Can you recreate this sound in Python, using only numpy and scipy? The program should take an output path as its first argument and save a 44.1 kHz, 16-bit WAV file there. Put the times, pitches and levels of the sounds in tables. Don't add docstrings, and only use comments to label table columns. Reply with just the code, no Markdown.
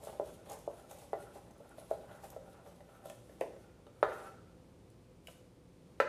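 import sys
import numpy as np
from scipy import signal
from scipy.fft import rfft, irfft, next_fast_len
from scipy.io import wavfile
from scipy.ndimage import uniform_filter1d, map_coordinates

SR = 44100
rng = np.random.default_rng(int(sys.argv[2]) if len(sys.argv) > 2 else 0)


def natural_amplitude(level_db):
    exponent = np.asarray(level_db, float) / 20
    return 10 ** exponent


def persist_wave(psi):
    counts = np.round(np.clip(psi, -1, 1) * 32767).astype(np.int16)
    wavfile.write(sys.argv[1], SR, np.atleast_2d(counts).T)


N = 268128

# start_s, level_db (peak of the low part), upper_db (upper modes over the low part),
# centre_hz (of the upper modes), contact_ms
BLADE_KNOCKS = [(0.03, -49, -12, 1390, 0.37), (0.07, -34.5, -18, 1280, 1), (0.196, -22.5, -30, 1420, 0.84),
                (0.459, -50, -8.5, 1340, 0.72), (0.675, -26, -69, 1440, 1), (0.909, -45, -8, 1380, 0.63),
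                (1.13, -22.5, -18.5, 1430, 0.85), (1.352, -44, -25, 1400, 1),
                (1.601, -44.5, -24, 1470, 0.98), (1.654, -46.5, -25, 1470, 0.84),
                (1.781, -42, -12.5, 1330, 1), (1.91, -21.5, -26, 1340, 0.92), (2.008, -49, -14, 1340, 0.87),
                (2.11, -50.5, -5.5, 1500, 0.46), (2.234, -52.5, -8, 1920, 0.42),
                (2.362, -35.5, -19, 1350, 1), (2.477, -45.5, -19, 1330, 1), (2.661, -47, -11, 1350, 0.25),
                (2.803, -48, -12, 1950, 0.82), (2.886, -49, -21, 1450, 0.82),
                (3.055, -38.5, -15, 1330, 0.45), (3.097, -42.5, -7.5, 1820, 0.23),
                (3.293, -46.5, -16, 1900, 0.3), (3.41, -21.5, -19, 1950, 0.99),
                (3.531, -55, -15, 1400, 0.78), (3.562, -48.5, -18, 1530, 0.73),
                (3.865, -48, -7, 1400, 0.85), (4.027, -14, -5, 1330, 0.22), (5.279, -46.5, -10, 1200, 1),
                (6.0, -16.5, 1, 1510, 0.11)]
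# start_s, level_db, pitch_hz, ringing (share, 0-1)
STEM_SNAPS = [(0.037, -46, 9420, 0.4), (0.0493, -43, 11200, 0.23), (0.4579, -55, 3530, 0.05),
              (0.4977, -38.5, 6600, 0.2), (0.5178, -41, 11200, 0.2), (0.532, -43, 11000, 0.3),
              (0.588, -49, 11500, 0.35), (0.93, -53, 12000, 0.5), (0.912, -42.5, 7100, 0.13),
              (0.986, -45.5, 11100, 0.2), (1.206, -54, 8500, 0.6), (1.5093, -55.5, 6640, 0.2),
              (1.58, -59, 10000, 0.3), (1.6917, -53.5, 9600, 0.36), (1.796, -52, 10600, 0.55),
              (1.909, -55.5, 9000, 0), (2.241, -48.5, 6270, 0.1), (2.302, -42.5, 11500, 0.42),
              (3.056, -46, 10960, 0.45), (3.098, -39, 2970, 0.32), (3.4096, -36.5, 2730, 0.52),
              (4.901, -58, 9490, 0.2), (5.271, -36, 2720, 0.64), (5.9998, -46, 2920, 0.9)]
# pitch_hz, width_hz, level_db
BOARD_MODES = [(382, 60, -10), (441, 152, 4), (574, 53, 7.5), (626, 143, 6), (777, 35, 6), (995, 40, -2)]
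# pitch_hz, width_hz, level_db
UPPER_MODES = [(1003, 90, 17.5), (1196, 73, 13), (1330, 67, 19), (1416, 54, 16.5), (1500, 52, 13),
               (1690, 78, 2), (1782, 240, 14), (1950, 70, 8.5), (2410, 220, 6), (2810, 130, -4.5)]
# pitch_hz, level_db (relative)
LEAF_COLOUR = [(1180, -65), (2000, -3.5), (3620, -2.5), (4600, -6.5), (6570, -6), (10000, -2), (11600, -4),
               (15200, -14)]
# pitch_hz, level_db (relative)
AIR_COLOUR = [(15, -71), (25, -33), (49, -2), (143, -5), (173, -6.5), (347, -6.5), (441, -11.5),
              (505, -8.5), (609, -16.5), (818, -19.5), (1690, -30), (2210, -29.5), (7190, -36.5),
              (9400, -37), (15200, -47.5)]
# pitch_hz, level_db, width_hz
FRIDGE_HUM = [(64, -74.5, 21), (117.8, -70, 4.1), (174.7, -69, 5.6), (505.7, -72, 11), (9000, -92, 72)]
# delay_s, level_db
WALL_ECHOES = [(.0045, -36), (.009, -13.5), (.0135, -16.5), (.017, -16), (.021, -16.5), (.026, -18)]
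# pitch_hz, decay_s
KITCHEN_DECAY = [(300, 0.92), (700, 0.32), (1400, 0.65), (3000, 0.44), (6000, 0.86), (12000, 0.23)]
# peak_s, crunch_db (leaves), press_db (pressure on the wood)
DOWN_CUTS = [(0.04, -54, -49), (0.498, -54.5, -48), (0.911, -57, -51), (1.0, -60, -57), (1.348, -62, -58),
             (1.79, -60.5, -68), (1.909, -60, -51.5), (2.242, -57.5, -54), (2.67, -64, -59),
             (3.06, -60, -63), (3.1, -64.5, -72), (3.41, -64.5, -57.5), (5.28, -60, -71)]
# end_s, length_s, rustle_db (leaves), scrape_db (wood)
BLADE_DRAWS = [(0.357, 0.082, -62.5, -66), (0.8, 0.015, -63, -61.5), (1.235, 0.013, -62.5, -60),
               (1.71, 0.062, -72, -65.5), (2.16, 0.031, -67.5, -58), (2.545, 0.044, -70.5, -65),
               (2.957, 0.025, -71, -61.5), (3.324, 0.017, -70.5, -73.5), (3.63, 0.028, -71, -67),
               (4.208, 0.11, -61, -53.5), (4.278, .04, -61.5, -57)]


def unit(x):
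    return x / np.sqrt(np.mean(x ** 2) + 1e-20)


def peak_one(x):
    return x / np.abs(x).max()


def along(points, hz):
    point_hz, value = np.transpose(points)
    return np.interp(np.log(hz + 1), np.log(point_hz + 1), value)


def wobble(rate):
    points = rng.standard_normal(int(N * rate / SR) + 4)
    return map_coordinates(points, [np.arange(N) * rate / SR])


def filtered(x, response):
    size = next_fast_len(len(x) + SR // 2)
    spectrum = rfft(x, size) * response(np.fft.rfftfreq(size, 1 / SR))
    return irfft(spectrum, size)[:len(x)]


def resonances(modes, spread_db=0):
    change_db = rng.normal(0, 1, len(modes)) * spread_db

    def response(f):
        return sum(natural_amplitude(db + change) * 1j * f * width / (hz * hz - f * f + 1j * f * width)
                   for (hz, width, db), change in zip(modes, change_db))
    return response


def swells(end_s, hold_s, db, rise_db_s, fall_db_s):
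    t = np.arange(N)[None] / SR
    end, hold, level = [np.reshape(column, (-1, 1)) for column in (end_s, hold_s, db)]
    early = np.maximum(end - hold - t, 0)
    late = np.maximum(t - end, 0)
    level_db = level - rise_db_s * early - fall_db_s * late
    return np.sqrt(np.sum(natural_amplitude(2 * level_db), axis=0))


def room_tone():
    air_db = -61 + 0.8 * wobble(3)
    air = natural_amplitude(air_db) * unit(filtered(rng.standard_normal(N), lambda f: natural_amplitude(along(AIR_COLOUR, f))))
    hum = [natural_amplitude(db) * unit(filtered(rng.standard_normal(N), resonances([(hz, width, 0)])))
           for hz, db, width in FRIDGE_HUM]
    return air + sum(hum)


def kitchen(x, wet_db):
    out = np.zeros(N + 2 * SR)
    size = SR // 4
    for start in range(0, N, size):
        hz, t, z = signal.stft(rng.standard_normal(SR), SR, nperseg=256)
        decay = natural_amplitude(-60 * t / along(KITCHEN_DECAY, hz)[:, None])
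        tail = signal.istft(z * decay, SR, nperseg=256)[1][:SR]
        tail *= np.minimum(np.arange(SR) / SR / 0.0035, 1)
        tail *= natural_amplitude(wet_db) / np.linalg.norm(tail)
        for delay_s, db in WALL_ECHOES:
            tail[round(delay_s * SR)] += natural_amplitude(db)
        answer = signal.fftconvolve(x[start:start + size], tail)
        out[start:start + len(answer)] += answer
    return x + out[:N]


def snaps():
    out, t = np.zeros(N + SR), np.arange(SR // 40) / SR
    treble = resonances([(7920, 8000, 0)])
    for start_s, db, hz, ringing in STEM_SNAPS:
        burst = rng.standard_normal(len(t)) * np.sqrt(t) * natural_amplitude(-60 * t / 0.012)
        mode = resonances([(hz, 800, 0)])
        ring = peak_one(filtered(burst, lambda f: mode(f) ** 2))
        click = peak_one(filtered(burst, lambda f: treble(f) ** 2))
        snap = ringing * ring + (1 - ringing) * click
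        out[round(start_s * SR):][:len(t)] += natural_amplitude(db) * snap
    return out[:N]


def effort():
    cut_s, crunch_db, press_db = np.transpose(DOWN_CUTS)
    end_s, length_s, rustle_db, scrape_db = np.transpose(BLADE_DRAWS)

    def draw(db, fall_db_s):
        return swells(end_s, length_s, db, 142, fall_db_s)

    def bed(db):
        return swells(3.23, 3.23, db, 0, fall_db_s=32)

    scrape = draw(scrape_db, fall_db_s=94)
    crunch = swells(cut_s, 0, crunch_db, rise_db_s=450, fall_db_s=121)
    crunch = crunch + draw(rustle_db, fall_db_s=246) + bed(-84.5)
    slide = swells(cut_s, 0, press_db, rise_db_s=291, fall_db_s=81.5)
    slide = slide + natural_amplitude(-0.5) * scrape + bed(-69)
    return crunch, slide, scrape + bed(-81)


def leaf_crunch():
    grains = (rng.random(N) < 0.03) * natural_amplitude(3.5 * rng.standard_normal(N)) * rng.standard_normal(N)
    ticks = (rng.random(N) < 60 / SR) * rng.standard_normal(N)
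    tearing = unit(grains) + 2.8 * rng.standard_normal(N) + 25 * ticks
    crunch = unit(filtered(tearing, lambda f: natural_amplitude(along(LEAF_COLOUR, f))))
    z = signal.stft(crunch, nperseg=256)[2]
    colour = uniform_filter1d(rng.standard_normal(z.shape), size=7, axis=0)
    colour = uniform_filter1d(colour, size=9, axis=1)
    crunch = unit(signal.istft(z * natural_amplitude(1.8 * unit(colour)), nperseg=256)[1][:N])
    return natural_amplitude(1.64 * wobble(70)) * crunch


def stroke():
    crunch_gain, slide_gain, scrape_gain = effort()
    slips_db = 4 * wobble(45)
    rubbing = natural_amplitude(slips_db) * rng.standard_normal(N)
    board, upper = resonances(BOARD_MODES), resonances(UPPER_MODES)
    low_focus = resonances([(700, 600, 0)])
    high_focus = resonances([(1400, 500, 0), (2500, 1500, -9)])
    edge_mode = resonances(BOARD_MODES[4:5])
    slide = unit(filtered(rubbing, lambda f: board(f) * low_focus(f)))
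    hiss = unit(filtered(rubbing, lambda f: upper(f) * high_focus(f) ** 2))
    hiss += natural_amplitude(-5.5) * unit(filtered(rubbing, lambda f: edge_mode(f) ** 2))
    return crunch_gain * leaf_crunch() + slide_gain * slide + scrape_gain * hiss


def knocks():
    out, t = np.zeros(N + SR), np.arange(SR // 8) / SR
    radiates = resonances([(574, 515, 0)])
    for start_s, db, upper_db, centre_hz, contact_ms in BLADE_KNOCKS:
        push = np.sin(np.pi * np.minimum(t / (contact_ms / 1000), 1)) ** 2
        drag = np.clip((-35 - db) / 22, 0.12, 0.8)
        skid = drag * 0.049 * unit(t ** 0.24 * natural_amplitude(-60 * t / 0.04)) * rng.standard_normal(len(t))
        skid[0] = 1 - drag
        grit = np.sqrt(t) * natural_amplitude(-60 * t / 0.029) * rng.standard_normal(len(t))

        body = resonances(BOARD_MODES, spread_db=1.5)
        upper = resonances(UPPER_MODES, spread_db=2)
        spot = resonances([(centre_hz, 1100, 0)])
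        pushed = signal.fftconvolve(skid, push)[:len(t)]
        low = peak_one(filtered(pushed, lambda f: body(f) * radiates(f) ** 2))
        high = peak_one(filtered(skid + 0.13 * peak_one(grit), lambda f: upper(f) * spot(f) ** 2))
        crack = peak_one(filtered(grit, resonances([(3000, 860, -4), (3600, 260, -3.5)])))

        crack_db = upper_db - 4.5 - 0.46 * (db + 46)
        knock = low + natural_amplitude(upper_db) * high + natural_amplitude(crack_db) * crack
        out[round((start_s + 0.0012) * SR):][:len(t)] += natural_amplitude(db) * knock
    return out[:N]


def scene():
    knife = knocks() + snaps() + natural_amplitude(-5.5) * stroke()
    return (kitchen(knife, wet_db=-6.0) + room_tone())[None]


def top_cut(x):
    return signal.sosfilt(signal.butter(12, 15380, fs=SR, output="sos"), x)


def record(dry):
    mix = np.array([filtered(x, lambda f: f < 15350) for x in dry])
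    return top_cut(mix)


dry = scene()
out = record(dry)
persist_wave(out)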